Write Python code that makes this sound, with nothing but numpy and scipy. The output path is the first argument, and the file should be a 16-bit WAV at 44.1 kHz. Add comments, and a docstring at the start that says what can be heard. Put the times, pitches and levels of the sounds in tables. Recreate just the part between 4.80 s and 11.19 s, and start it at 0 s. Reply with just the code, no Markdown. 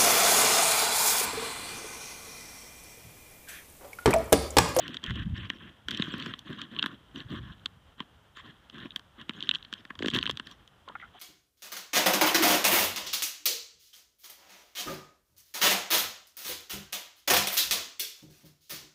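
"""An open barn: a horse grinds hard candy between its molars, its muzzle close to a small microphone.
Each crack is a ragged noise burst that rings the skull and mouth and knocks the jaw. Between the cracks,
trains of tiny fractures make the crumbs and fizz over a low noise drone of bone. Falling sines thud in
the jaw, low noise puffs on the microphone, and at the end noise bursts ring short hollow modes as the
lips smack. Soft barn air and steady microphone hiss lie underneath."""
import sys
import numpy as np
from scipy import signal
from scipy.io import wavfile
from scipy.ndimage import uniform_filter1d

SR = 44100
rng = np.random.default_rng(int(sys.argv[2]) if len(sys.argv) > 2 else 0)


def waveform_to_disk(signal):
    """Save audio, clipped to [-1, 1], as 16-bit WAV at the path in sys.argv[1]."""
    frames = np.transpose(np.atleast_2d(signal))
    scaled = np.clip(frames, -1, 1) * 32767
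    samples = np.round(scaled).astype(np.int16)
    wavfile.write(sys.argv[1], SR, samples)


N = 281799  # samples

# colour of the head for sound made between the teeth: pitch_hz, relative level_db
HEAD_COLOUR = [(500, -44), (800, -31), (1050, -7.5), (1300, -11.5), (1750, -5), (2300, -21), (2700, -2),
               (3200, 7), (3900, -4.5), (4400, -18), (4850, -33.5), (5400, -28.5), (7800, -37.5),
               (10300, -53.5), (13000, -50.5), (16000, -54.5)]
GLINT_HZ = 9100  # the top zone starts here
# zones of the head (snap, mouth ring, splinter, top): from_hz, to_hz, burst_ms (time to its peak)
HEAD_ZONES = [(2110, 4740, 0.6), (690, 2378, 0.9), (4570, GLINT_HZ, 0.64), (GLINT_HZ, SR, 0.4)]
# fractures of the candy: start_s, snap_peak_db, mouth_ring_peak_db, splinter_treble_peak_db
CRACKS = [(0.0795, -27.5, -40, -36), (0.143, -30, -36, -39.5), (0.1688, -22.5, -38, -40),
          (0.2393, -25, -40, -36), (0.2966, -43, -32, -48.5), (0.3062, -31.5, -27, -42.5),
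          (0.7004, -19.5, -23, -33.5), (1.084, -22.5, -25, -31.5), (1.108, -24.5, -50, -31),
          (1.1121, -27.5, -28, -33), (1.1455, -25, -41, -62), (1.173, -27, -56, -34.5),
          (1.197, -26, -29.5, -66), (1.222, -15, -25.5, -34), (1.381, -47, -55, -45.5),
          (1.3386, -30, -27.5, -49), (1.3992, -29, -43, -40), (1.424, -29, -37, -43),
          (1.4607, -30.5, -29, -38.5), (1.537, -27, -29, -58), (1.5908, -35, -52, -39.5),
          (1.8154, -25, -34.5, -37), (1.9635, -28, -40, -60), (1.9922, -17.5, -33, -48),
          (2.0255, -14.5, -24.5, -35.5), (2.039, -30, -22, -47), (2.06, -51.5, -60, -43),
          (2.06, -21.5, -19, -36.5), (2.3587, -30.5, -41, -50), (2.4027, -29, -43, -61),
          (2.858, -19.5, -30, -30.5), (3.2032, -26, -28, -46.5), (3.5703, -43, -39.5, -48),
          (3.898, -37, -46, -50), (4.0014, -37, -55, -61), (4.056, -45, -37.5, -59), (4.106, -32, -53, -67),
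          (4.118, -41, -60, -69), (4.1603, -20, -30, -31.5), (4.163, -59, -63, -49.5),
          (4.194, -42, -43, -47), (4.4935, -21.5, -24.5, -36.5), (4.5067, -42, -36.5, -62),
          (4.605, -25.5, -57, -47), (4.625, -21, -58, -41), (4.636, -34, -60, -47.5),
          (4.672, -33.5, -46, -55), (4.691, -8, -24, -29), (4.7113, -13.5, -32, -34),
          (4.739, -26, -33.5, -48), (4.748, -20.5, -44, -37), (4.7545, -20, -45, -48),
          (4.826, -34.5, -53, -52), (4.848, -36.5, -48, -53), (4.9265, -28, -28.5, -38.5),
          (4.937, -22.5, -46, -33), (5.051, -41, -36, -50), (5.1047, -47, -27.5, -54),
          (5.153, -41, -42, -53), (5.19, -29.5, -34.5, -42), (5.2235, -27.5, -25, -38.5),
          (5.231, -30, -40, -44), (5.246, -36, -27, -48), (5.259, -21.5, -28.5, -32),
          (5.272, -32, -35, -39), (5.2825, -18, -24, -30), (5.301, -25, -57, -37), (5.3126, -31, -37, -44),
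          (5.336, -20, -36, -38), (5.341, -30, -26, -34), (5.346, -18.5, -34, -33.5),
          (5.351, -31, -25, -31), (5.357, -20.5, -28, -42), (5.3621, -19, -22.5, -30),
          (5.371, -34, -29, -36), (5.383, -32, -30, -44), (5.387, -16, -28, -31.5), (5.4112, -30, -44, -47),
          (5.427, -17.5, -29.5, -35), (5.437, -45.5, -31, -43), (5.4559, -26, -25.5, -36),
          (5.464, -14.5, -40, -45), (5.4741, -28, -29.5, -41), (5.4946, -21.5, -22.5, -34.5),
          (5.5, -20.5, -33, -39), (5.5103, -30.5, -38, -34.5), (5.572, -24.5, -38, -36),
          (5.597, -25, -26, -40), (5.67, -35.5, -40, -42.5), (5.712, -40, -57, -45), (5.876, -44, -60, -51),
          (6.0864, -36, -61, -48)]
TOP_DB, TOP_PER_DB = -4, 1.1  # the more a crack's treble outweighs its snap, the more it reaches the top zone
KNOCK_DB, KNOCK_HZ = -13.5, 261  # jaw knock: level against the mouth ring, nominal pitch
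LEAD_IN_DB, LEAD_IN_DB_PER_S = -25, 1819  # faint gritty noise that swells just before the burst
DEBRIS_DB, DEBRIS_DB_PER_S = -21.5, 1006  # the piece crumbles on after it, fading
GRIT_DB, SPREAD_DB = 9.5, 9  # lumpiness of lead-in and debris, and the most their levels stray
SHIFT = 0.041  # largest fractional shift of the head's resonances from crack to crack


def cracks():
    """A fracture is a ragged burst amid gritty noise that rings four zones of the head and knocks the jaw."""
    out = np.zeros(N)
    ring_t = np.arange(900) / SR
    from_break = np.arange(-600, 1100) / SR  # seconds
    after = np.maximum(from_break, 0)
    zones = []
    for lo_hz, hi_hz, burst_ms in HEAD_ZONES:
        zones.append((causal(HEAD_COLOUR, lo_hz, hi_hz)[:len(ring_t)], burst_ms))
    noises = rng.standard_normal((len(CRACKS), 2, len(from_break)))
    luck = rng.uniform(-1, 1, (len(CRACKS), 3))
    for crack, (noise, lumps), (shift, early, late) in zip(CRACKS, noises, luck):
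        start_s, snap_db, ring_db, treble_db = crack
        top_db = treble_db + TOP_DB + TOP_PER_DB * (treble_db - snap_db)
        grit = evened(gain_of(GRIT_DB * evened(uniform_filter1d(lumps, size=40))))
        lead_in = gain_of(LEAD_IN_DB + LEAD_IN_DB_PER_S * from_break + SPREAD_DB * early)
        debris = gain_of(DEBRIS_DB - DEBRIS_DB_PER_S * from_break + SPREAD_DB * late)
        gritty = grit * np.where(from_break < 0, lead_in, debris)
        for (body, burst_ms), peak_db in zip(zones, (snap_db, ring_db, treble_db, top_db)):
            burst = peaked(after * np.exp(-after * 1000 / burst_ms))
            # reading the response faster or slower moves its resonances up or down
            shifted_body = np.interp(ring_t * (1 + SHIFT * shift), ring_t, body)
            sound = signal.fftconvolve(noise * (burst + gritty), shifted_body)
            add(out, start_s + from_break[0], gain_of(peak_db) * peaked(sound))
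        add(out, start_s, gain_of(ring_db + KNOCK_DB) * thud(KNOCK_HZ))
    return out


# colour of the jaw bone's drone: pitch_hz, relative level_db
JAW_COLOUR = [(60, -22.5), (130, -2.5), (230, 1.5), (330, -2.5), (480, -17.5), (700, -23), (1000, -54.5)]
# grinding strokes of the molars: start_s, end_s, crumbs_db, jaw_drone_db, fizz_db
STROKES = [(-.05, .065, -45.5, -44, -67), (.07, .16, -51, -45.5, -68), (.235, .325, -47, -45, -69),
           (.345, .43, -46.5, -46, -76), (.55, .67, -48.5, -49, -71), (.69, .77, -57.5, -51.5, -75),
           (.8, .9, -56, -51.5, -88), (1.09, 1.52, -47, -43, -61.5), (1.66, 1.76, -51, -45, -68),
           (1.78, 1.85, -49, -45.5, -73), (1.91, 2.15, -54, -47.5, -76), (2.35, 2.42, -51.5, -44, -68),
           (2.495, 2.59, -50.5, -42, -67), (2.62, 2.74, -59, -57, -85), (3.185, 3.23, -59, -50.5, -81),
           (3.56, 3.61, -53.5, -83, -68), (3.645, 3.71, -56.5, -50.5, -76),
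           (3.935, 4.07, -52.5, -48, -77.5), (4.39, 4.43, -52.5, -47.5, -76),
           (4.53, 4.7, -55.5, -53, -71.5), (4.73, 4.765, -50, -54.5, -62), (4.92, 5.01, -61, -58, -75),
           (5.2, 5.52, -58, -51.5, -66), (5.335, 5.385, -41, -36, -67), (5.655, 5.74, -60, -61, -67),
           (6.06, 6.29, -67.5, -65.5, -88), (6.34, 6.45, -61, -78, -84)]
RING_DB = 1.16  # mouth ring against the bright crumbs
LINGER_DB, LINGER_DB_PER_S = -12.5, 56  # after a stroke a little of it goes on and fades
ARCH_DB = -1.5  # pressure at both ends of a stroke against its middle


def grinding():
    """Each stroke crushes crumbs, with a dull fizz on top and sparse sharp ticks; the bone drones along."""
    (snap_lo, snap_hi, _), (_, ring_hi, _), (top_lo, _, _), _ = HEAD_ZONES
    sparse = crumbs(per_s=93, spread_db=3.7)
    ticks = gain_of(-4.0) * through(sparse, HEAD_COLOUR, snap_lo, snap_hi)
    ticks = ticks + gain_of(-21.0) * through(sparse, HEAD_COLOUR, top_lo)
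    fizz = through(crumbs(per_s=6400, spread_db=1.0), HEAD_COLOUR, top_lo)
    fizz = chewed(fizz, patchy_db=8.5)
    bright = through(crumbs(per_s=3000, spread_db=2.27), HEAD_COLOUR, snap_lo, hi_hz=4250)
    bright = chewed(bright, patchy_db=0.5, column=2, pivot_hz=3200)
    ring = through(crumbs(per_s=3000, spread_db=0.32), HEAD_COLOUR, lo_hz=970, hi_hz=ring_hi)
    ring = chewed(ring, patchy_db=3.0, column=1, pivot_hz=1740)
    drone = through(rng.standard_normal(N) * gain_of(3.2 * wander(29)), JAW_COLOUR)
    crumb_gain, drone_gain, fizz_gain = (
        played(STROKES, column, 0.025, 0.026, LINGER_DB, LINGER_DB_PER_S, ARCH_DB) for column in (2, 3, 4))
    grit = bright + ticks + gain_of(RING_DB) * ring
    return crumb_gain * grit + drone_gain * drone + fizz_gain * fizz


# jaw thuds: start_s, peak_db, nominal pitch_hz (the glide starts above it and ends below)
THUDS = [(1.197, -20, 225), (1.338, -33, 230), (1.465, -32.5, 265), (2.509, -33.5, 193),
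         (3.203, -38.5, 250), (4.493, -34.5, 251), (5.205, -30.5, 310), (5.225, -27.5, 327),
         (5.244, -24, 315), (5.261, -21.5, 276), (5.282, -24.5, 296), (5.352, -30.5, 316),
         (5.495, -29.5, 368)]


def thuds():
    """The jaw snaps shut on a piece: a short sine in the bone, falling in pitch."""
    out = np.zeros(N)
    for start_s, peak_db, pitch_hz in THUDS:
        add(out, start_s, gain_of(peak_db) * thud(pitch_hz))
    return out


# modes of the hollow between the lips: ratio to the smack's base_hz, level_db, decay_s (by 60 dB)
LIP_MODES = [(0.988, 2, 0.018), (0.58, -11.5, 0.021), (1.5, -11, 0.018)]
# hollow lip smacks: start_s, peak_db, base_hz, burst_ms (time to the burst's peak)
SMACKS = [(6.077, -36.5, 1100, 0.47), (6.085, -37.5, 1370, 0.43), (6.096, -36, 1050, 1.4),
          (6.119, -48, 1290, 1.5), (6.151, -27, 1460, 3.3), (6.198, -39, 2040, 1.6),
          (6.21, -41, 2040, 10.5), (6.223, -37, 1400, 7.9), (6.343, -45.5, 770, 5.8)]


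def smacks():
    """Each smack is a ragged, spluttering burst that rings a hollow: one short mode and weaker neighbours."""
    out = np.zeros(N)
    t = np.arange(2500) / SR
    noises = rng.standard_normal((len(SMACKS), 2, len(t)))
    for (start_s, peak_db, base_hz, burst_ms), (noise, lumps) in zip(SMACKS, noises):
        hollow = np.zeros(len(t))
        for ratio, mode_db, decay_s in LIP_MODES:
            hollow += gain_of(mode_db - 60 * t / decay_s) * np.sin(2 * np.pi * base_hz * ratio * t)
        hollow *= np.minimum(t * base_hz, 1)  # swells in over one cycle
        burst = peaked(t * np.exp(-t * 1000 / burst_ms))
        wet_smear = gain_of(-14 - 510 * t) * np.minimum(t / 0.003, 1)
        splutter = gain_of(2.7 * evened(uniform_filter1d(lumps, size=100)))
        lips = noise * (burst + wet_smear) * splutter
        add(out, start_s, gain_of(peak_db) * peaked(signal.fftconvolve(lips, hollow)))
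    return out


# colour of breath on the microphone: pitch_hz, relative level_db
BREATH_COLOUR = [(20, -68), (40, -5), (75, 5.5), (120, 3), (200, -2.5), (320, -22), (500, -108)]
# air from the nostrils, long breaths and short puffs: start_s, end_s, level_db
PUFFS = [(-.05, .92, -59.5), (.285, .43, -34), (.455, .48, -28), (.5, .545, -30.5), (.58, .66, -42.5),
         (1.06, 1.56, -56), (2.3, 3.0, -59.5), (2.45, 2.72, -45.5), (5.18, 5.56, -51)]


def puffs():
    """Air from the nostrils makes lumpy low turbulence on the microphone."""
    lumps = rng.standard_normal(N) * gain_of(1.5 * wander(24))
    gain = played(PUFFS, column=2, rise=0.021, fall=0.011, linger_db=-18, fade_db=63)
    return gain * through(lumps, BREATH_COLOUR)


# colour of the barn's air and the microphone's hiss: pitch_hz, relative level_db
BARN_COLOUR = [(24, -34), (40, 2.5), (80, 8), (301, -7), (758, -6.5), (1410, -6.5), (2450, -16.5),
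               (3140, -8), (4800, -29.5), (12700, -37), (15500, -38.5)]
BARN_DB = -61.5  # level that the air wavers about
HISS_DB, HISS_HZ = -78.5, 4840  # hiss level, and the pitch where air gives way to hiss


def barn():
    """Soft noise of the barn air that wavers in level, under the steady hiss of the microphone."""
    air = through(rng.standard_normal(N), BARN_COLOUR, hi_hz=HISS_HZ)
    hiss = through(rng.standard_normal(N), BARN_COLOUR, lo_hz=HISS_HZ)
    return gain_of(BARN_DB + 1.1 * wander(10.8)) * air + gain_of(HISS_DB) * hiss


def thud(hz):
    """A few cycles in the jaw bone that fall in pitch from 2.41 towards 0.76 times hz, peak 1."""
    t = np.arange(1500) / SR
    turns = np.cumsum(hz * (0.76 + 1.65 * np.exp(-t / 0.0023))) / SR
    return peaked(np.sin(2 * np.pi * turns) * t * np.exp(-(t * hz / 1.65) ** 2))


def crumbs(per_s, spread_db):
    """A train of tiny fractures of uneven size at random moments, its level lumpy."""
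    size = gain_of(spread_db * np.minimum(rng.exponential(1, N), 5)) * rng.standard_normal(N)
    breaks = rng.random(N) < per_s / SR
    return size * breaks * gain_of(0.92 * wander(35.0))


# tone of the grinding as the head turns: time_s, mouth_ring_db_per_octave, bright_crumbs_db_per_octave
HEAD_TILT = [(0, 8, -1.5), (.9, 2, -20), (1.3, 2.5, 2), (3.0, -6.5, 4), (4.5, 3.5, 3.5), (6.4, -3, 0)]


def chewed(x, patchy_db, column=0, pivot_hz=1):
    """The mouth keeps changing shape, so spectral patches swell and fade; a HEAD_TILT column leans the tone."""
    hz, t, z = signal.stft(x, SR, nperseg=256)
    patches = rng.standard_normal(z.shape[::-1]).T
    patches = uniform_filter1d(patches, size=3, axis=0)  # smooth over pitch
    patches = evened(uniform_filter1d(patches, size=7, axis=1))  # smooth over time
    table = np.transpose(HEAD_TILT)
    octaves = np.clip(np.log2((hz + 1) / pivot_hz), -1, 1)  # the lean stops an octave from the pivot
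    lean_db = np.outer(octaves, np.interp(t, table[0], table[column])) * (column > 0)  # column 0: no lean
    return evened(signal.istft(z * gain_of(patchy_db * patches + lean_db), nperseg=256)[1][:N])


def played(table, column, rise, fall, linger_db=-90, fade_db=45, arch_db=0):
    """Gain at every sample: each row swells in, holds, drops, and leaves a faint trail that fades."""
    t = np.arange(0, N + 44, 44) / SR  # one step per 44 samples
    power = np.zeros(len(t))
    for row in table:
        start_s, end_s = row[:2]
        ramp = np.clip(np.minimum((t - start_s) / rise, (end_s - t) / fall) + .5, 0, 1)
        trail = gain_of(linger_db - fade_db * (t - end_s)) ** 2 * (t > end_s)
        off_centre = np.clip((2 * t - start_s - end_s) / (end_s - start_s), -1, 1)
        level = gain_of(row[column] + arch_db * off_centre ** 2)
        power += level ** 2 * (np.sin(np.pi / 2 * ramp) ** 2 + trail)
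    return np.interp(np.arange(N) / SR, t, np.sqrt(power))


def wander(hz):
    """Random drift of rms 1: noise lowpassed at hz."""
    lowpass = signal.butter(2, hz, fs=SR, output="sos")
    return evened(signal.sosfilt(lowpass, rng.standard_normal(N)))


def through(x, points, lo_hz=0, hi_hz=SR):
    """A sound coloured by one zone of a spectrum, rms 1."""
    return evened(signal.oaconvolve(x, causal(points, lo_hz, hi_hz))[:N])


def causal(points, lo_hz=0, hi_hz=SR, size=4096):
    """Minimum-phase response of a spectrum, turned far down outside one zone."""
    hz = abs(np.fft.fftfreq(size, 1 / SR)) + 1
    f, db = np.transpose(points)
    octaves_outside = np.maximum(np.log2((lo_hz + 1) / hz), 0) + np.maximum(np.log2(hz / hi_hz), 0)
    zone_db = np.interp(np.log(hz), np.log(f), db) - 90 * octaves_outside
    log_gain = np.log(gain_of(np.maximum(zone_db, -100)))
    # the Hilbert transform of the log gain gives the minimum phase
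    return np.fft.ifft(np.exp(np.conj(signal.hilbert(log_gain)))).real[:size // 2]


def gain_of(db):
    """Decibels to gain."""
    return 10 ** (np.asarray(db) / 20)


def evened(x):
    """Scales to rms 1."""
    return x / np.sqrt(np.mean(x ** 2) + 1e-20)


def peaked(x):
    """Scales to peak 1."""
    return x / (abs(x).max() + 1e-20)


def add(mix, s, sound):
    """Mixes a sound in at a time in seconds."""
    part = mix[round(s * SR):][:len(sound)]
    part += sound[:len(part)]


def scene():
    """All sources on one channel."""
    return (cracks() + grinding() + thuds() + smacks() + puffs() + barn())[None]


def record(dry):
    """The band limit of the recorder: a lowpass at 15500 Hz."""
    lowpass = signal.firwin(511, 15500, window=("kaiser", 9), fs=SR)
    return signal.oaconvolve(dry, lowpass[None], "same")


dry = scene()
out = record(dry)
waveform_to_disk(out)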